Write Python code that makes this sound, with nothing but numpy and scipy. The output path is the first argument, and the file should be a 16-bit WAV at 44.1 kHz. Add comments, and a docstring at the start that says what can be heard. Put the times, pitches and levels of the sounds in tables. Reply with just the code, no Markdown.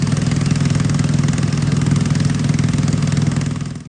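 """From the start, a small boat's single-cylinder four-stroke motor chugs along a tree-lined river.
Each firing lets out a sharp crack of gas, rings exhaust and hull with a low thump and trails a puff.
Half a cycle later the intake hisses, then the bank echoes crack and hiss over the wash of the wake.
The throttle holds steady; crack, hiss and wash ease off as the boat draws away, and all fades out."""
import sys
import numpy as np
from scipy import signal
from scipy.fft import rfft, irfft
from scipy.io import wavfile
from scipy.ndimage import uniform_filter1d

SR = 44100
rng = np.random.default_rng(int(sys.argv[2]) if len(sys.argv) > 2 else 0)


def dump(signal):
    """Clip the signal to [-1, 1] and save it as 16-bit WAV at the path in sys.argv[1]."""
    limited = np.clip(np.atleast_2d(signal).T, -1, 1)
    pcm = np.round(limited * 32767).astype(np.int16)
    wavfile.write(sys.argv[1], SR, pcm)


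N = 176400

# wake and steady churning (frequency [Hz], relative density [dB])
WASH_SPECTRUM = [(25, 3.5), (100, 9.5), (400, 4.5), (600, 3.5), (850, -0.5), (1250, 4), (1450, -1),
                 (1750, 0), (2100, -3), (2450, -4), (2900, -3), (3900, -7.5), (5300, -6.5), (6200, -9.5),
                 (7500, -8.5), (9200, -11), (10500, -32)]
# hiss of the intake stroke (frequency [Hz], relative density [dB])
INTAKE_SPECTRUM = [(300, 13.5), (550, 3), (900, -4.5), (1300, -14.5), (3000, -22), (4400, -13),
                   (5300, -1.5), (6200, -7), (7500, -2), (10000, -13.5)]
# turbulent exhaust flow after each firing (frequency [Hz], relative density [dB])
PUFF_SPECTRUM = [(25, -24.5), (55, -7.5), (90, -7), (150, 1), (245, -6), (290, -11.5), (360, -13),
                 (450, -24.5), (700, -28), (1500, -50)]
# crack of escaping gas (frequency [Hz], relative density [dB])
CRACK_SPECTRUM = [(250, -9), (450, -2), (720, -2), (930, -1), (1200, 3.5), (1420, -2), (1650, 0), (2100, 3),
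                  (2420, -6), (2680, -1.5), (3100, -6.5), (4100, -4.5), (4750, -3.5), (6500, -2.5),
                  (7200, -2.5), (7700, -7.5), (9200, -8), (10500, -26)]
# narrow dips and peaks in the treble (frequency [Hz], width [Hz], gain [dB])
TREBLE_EQ = [(1026, 33, -8.5), (1470, 64, -8), (1510, 120, 4), (4780, 110, 1.5), (8500, 160, 4)]
# deep resonances of exhaust and hull (frequency [Hz], width [Hz], relative level [dB])
BODY_MODES = [(55.4, 17, -34), (107.34, 7, -17.5), (147.76, 10.1, -14.5), (194, 22.3, -21.5),
              (215.7, 52.8, -28), (239.2, 23.5, -21.5)]
# lighter rings of pipe and panels (frequency [Hz], width [Hz], relative level [dB])
PANEL_MODES = [(263, 11, -36), (338, 8, -38.5), (373, 35, -46.5), (415, 4, -39), (435.4, 7, -42.5),
               (494, 7.5, -50.5), (537.7, 8.3, -41.5), (692, 11, -48)]
# motor speed (time [s], firing rate [Hz])
FIRING_RATE = [(0.0, 20.448), (0.35, 20.64), (0.9, 20.645), (1.3, 20.585), (1.7, 20.751), (2.1, 20.785),
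               (2.55, 20.539), (3.0, 20.674), (3.4, 20.648), (3.85, 20.132)]
# firings that stand out as hard or weak (time [s], crack accent [dB], thump accent [dB])
ACCENTS = [(.219, -2, -1), (.316, 2, 0.5), (.413, -0.5, -1), (.461, 1.5, 0), (.51, 1.5, 1), (.558, 2, -0.5),
           (.655, 1.5, 0.5), (.8, 1.9, 0), (.994, 2, 1), (1.091, -3.5, -0.5), (1.139, 0, 0.5),
           (1.382, 2.3, 0.5), (1.479, -3, -2.2), (1.673, -3, -1), (1.914, -0.5, 2.5), (2.058, 2.7, 0),
           (2.396, 0.7, -0.6), (2.493, 2.5, 2), (2.59, 2.2, 0.7), (2.833, -3, -0.8), (2.882, 2.5, -0.5),
           (2.979, -2.4, -1), (3.075, -0.5, -1.6), (3.172, 1, 1), (3.317, -1, -2.7)]


def undb(db):
    """Decibels to gain."""
    return 10 ** (np.asarray(db) / 20)


def level(x, db):
    """Scale to an rms level."""
    return x * undb(db) / np.sqrt(np.mean(x ** 2))


def noise(points):
    """Noise of unit rms shaped by (frequency [Hz], density [dB]) points, rolled off at both ends."""
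    hz, db = np.array(points, float).T
    f = np.maximum(np.arange(N // 2 + 1) * SR / N, 1)
    contour = undb(np.interp(np.log(f), np.log(hz), db))
    gain = contour / (1 + (f / hz[-1]) ** 8) / (1 + (hz[0] / 2 / f) ** 2)
    return level(irfft(rfft(rng.standard_normal(N)) * gain, N), 0)


def bands(x, count=18):
    """Split into overlapping bands that add up to the whole: (centre [Hz], band) pairs."""
    centres = np.geomspace(500, 9000, count)
    f = np.arange(N // 2 + 1) * SR / N
    spectrum = rfft(x)
    return [(hz, irfft(spectrum * np.interp(f, centres, share), N))
            for hz, share in zip(centres, np.eye(count))]


def wobble(rate_hz):
    """Smooth random modulation with a spread near 1."""
    hold = int(SR / rate_hz)
    steps = np.repeat(rng.standard_normal(N // hold + 1), hold)
    return 1.3 * uniform_filter1d(uniform_filter1d(steps, hold), hold)[:N]


def bursts(times, sizes, rise_s, decay_s):
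    """Envelope of unit rms: a quick swell up to each time, then an exponential decay."""
    span = np.arange(-SR // 50, SR // 7)
    age = span / SR
    shape = np.where(age < 0, np.exp(-(age / rise_s) ** 2 / 2), np.exp(-np.abs(age) / decay_s))
    power = np.zeros(N)
    for at, size in zip(times, sizes):
        i = span + int(at * SR)
        inside = (i >= 0) & (i < N)
        power[i[inside]] += (size * shape[inside]) ** 2
    return level(np.sqrt(power), 0)


def resonate(x, hz, width_hz):
    """One resonance, with unit gain at its peak."""
    return signal.lfilter(*signal.iirpeak(hz, hz / width_hz, fs=SR), x)


def ring(pulses, modes):
    """A set of struck resonances; neighbours swing in opposite directions."""
    return sum(-(-1) ** k * undb(db) * resonate(pulses, hz, width)
               for k, (hz, width, db) in enumerate(modes))


def colour(x):
    """Carve narrow dips and peaks into the treble."""
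    for hz, width, db in TREBLE_EQ:
        x = x + (undb(db) - 1) * resonate(x, hz, width)
    return x


def wake_wash(flicker_db=1.24, sputter_db=2):
    """The bed: churned water behind the boat, each band flickering and sputtering a little."""
    water = sum(band * undb(flicker_db * wobble(rate_hz=14) + sputter_db * wobble(rate_hz=90))
                for _, band in bands(noise(WASH_SPECTRUM)))
    return level(water, db=-33.5)


def bank_echo(x, swell_s=0.06, t60_s=0.8, send_db=-12.5):
    """Trees along the river scatter the sound back as a diffuse tail."""
    age = np.arange(SR) / SR
    swell = np.minimum(age / swell_s, 1) ** 2
    tail = rng.standard_normal(SR) * undb(-60 * age / t60_s) * swell
    return undb(send_db) * signal.fftconvolve(x, tail / np.sqrt(np.sum(tail ** 2)))[:N]


def intake_hiss(times, lag_s=0.023, scatter_db=3.5, drift_db=3):
    """The intake stroke draws air: a soft hiss between the cracks, with a faint whistle in it."""
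    sizes = undb(scatter_db * rng.standard_normal(len(times)))
    stroke = bursts(times + lag_s, sizes, rise_s=0.0026, decay_s=0.011)
    whistle = resonate(rng.standard_normal(N) * stroke, hz=5420, width_hz=200)
    hiss = noise(INTAKE_SPECTRUM) * stroke
    whistle *= undb(drift_db * wobble(rate_hz=2))
    return level(hiss, db=-44) + level(whistle, db=-53.5)


def exhaust_puff(times, sizes, lag_s=0.0052):
    """Low, breathy turbulence rides on each exhaust stroke."""
    flow = bursts(times + lag_s, sizes, rise_s=0.0072, decay_s=0.087)
    return level(noise(PUFF_SPECTRUM) * flow, db=-26.5)


def exhaust_crack(times, accent_db, split_hz=2416, band_scatter_db=2):
    """The exhaust valve opens: a few milliseconds of rushing gas, differently coloured each time."""
    gas = np.zeros(N)
    for hz, band in bands(noise(CRACK_SPECTRUM)):
        if hz < split_hz:  # the lower part comes later and rings longer
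            lag_s, rise_s, decay_s, follow = 0.0004, 0.0016, 0.0066, 0.78
        else:  # the top follows accents more, so hard firings are brighter
            lag_s, rise_s, decay_s, follow = -0.0004, 0.0013, 0.0043, 1.04
        sizes = undb(follow * accent_db + band_scatter_db * rng.standard_normal(len(times)))
        gas += band * bursts(times + lag_s, sizes, rise_s, decay_s)
    return level(gas, db=-33)


def hull_thump(times, sizes, thud_db=-24, thud_lag_s=0.02, panel_lag_s=0.002, low_cut_hz=41.5):
    """The weight of the motor: pressure pulses ring exhaust, hull and panels."""
    preroll = SR // 2  # holds five earlier firings, so the hull is already ringing at the start
    earlier = times[0] - (times[1] - times[0]) * np.arange(1, 6)
    pulses = np.zeros(N + 2 * preroll)
    pulses[(earlier * SR).astype(int) + preroll] = 1
    pulses[(times * SR).astype(int) + preroll] = sizes
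    thuds = undb(thud_db) * rng.standard_normal(len(times))  # uneven push of the intake stroke
    pulses[((times + thud_lag_s) * SR).astype(int) + preroll] += thuds
    body = ring(pulses, BODY_MODES)
    panels = ring(np.roll(pulses, int(panel_lag_s * SR)), PANEL_MODES)
    low_cut = signal.butter(2, low_cut_hz, "high", fs=SR, output="sos")
    thump = signal.sosfilt(low_cut, body + panels)[preroll:preroll + N]
    return level(thump, db=-16.5)


def motor_firings(t, first_s=0.024, jitter_s=0.00015, crack_scatter_db=0.68, thump_scatter_db=0.53):
    """One slightly uneven firing per two crank turns: (time [s], crack accent [dB], thump gain)."""
    cycles = np.cumsum(np.interp(t, *np.array(FIRING_RATE).T)) / SR
    cycles -= np.interp(first_s, t, cycles)
    times = np.interp(np.arange(int(cycles[-1])), cycles, t)
    scatter = rng.standard_normal((len(times), 3)) * [jitter_s, crack_scatter_db, thump_scatter_db]
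    slip_s, crack_db, thump_db = scatter.T
    for at, crack_accent, thump_accent in ACCENTS:
        nearest = np.argmin(np.abs(times - at))
        crack_db[nearest], thump_db[nearest] = crack_accent, thump_accent
    return times + slip_s, crack_db, undb(thump_db)


def scene(recede_db_per_s=0.47):
    """Mono mix: thump and puff hold their level while the brighter layers slowly recede."""
    t = np.arange(N) / SR
    times, crack_db, sizes = motor_firings(t)
    gas = exhaust_crack(times, crack_db) + intake_hiss(times)
    recede = undb(-recede_db_per_s * (t - t.mean()))
    bright = colour(gas + bank_echo(gas) + wake_wash()) * recede
    low_end = hull_thump(times, sizes) + exhaust_puff(times, sizes)
    return (low_end + bright)[None]


def record(dry, fade_start_s=3.34, fade_end_s=3.941, stop_s=3.875, top_hz=10000):
    """A near-linear fade-out, gated shut just before its end, and a steep high cut."""
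    t = np.arange(N) / SR
    fade = np.clip((fade_end_s - t) / (fade_end_s - fade_start_s), 0, 1) ** 1.007
    gate = np.clip((stop_s - t) / 0.003, 0, 1)
    high_cut = signal.firwin(161, top_hz, window=("kaiser", 8), fs=SR)
    return signal.fftconvolve(dry * fade * gate, high_cut[None], "same")


dry = scene()
out = record(dry)
dump(out)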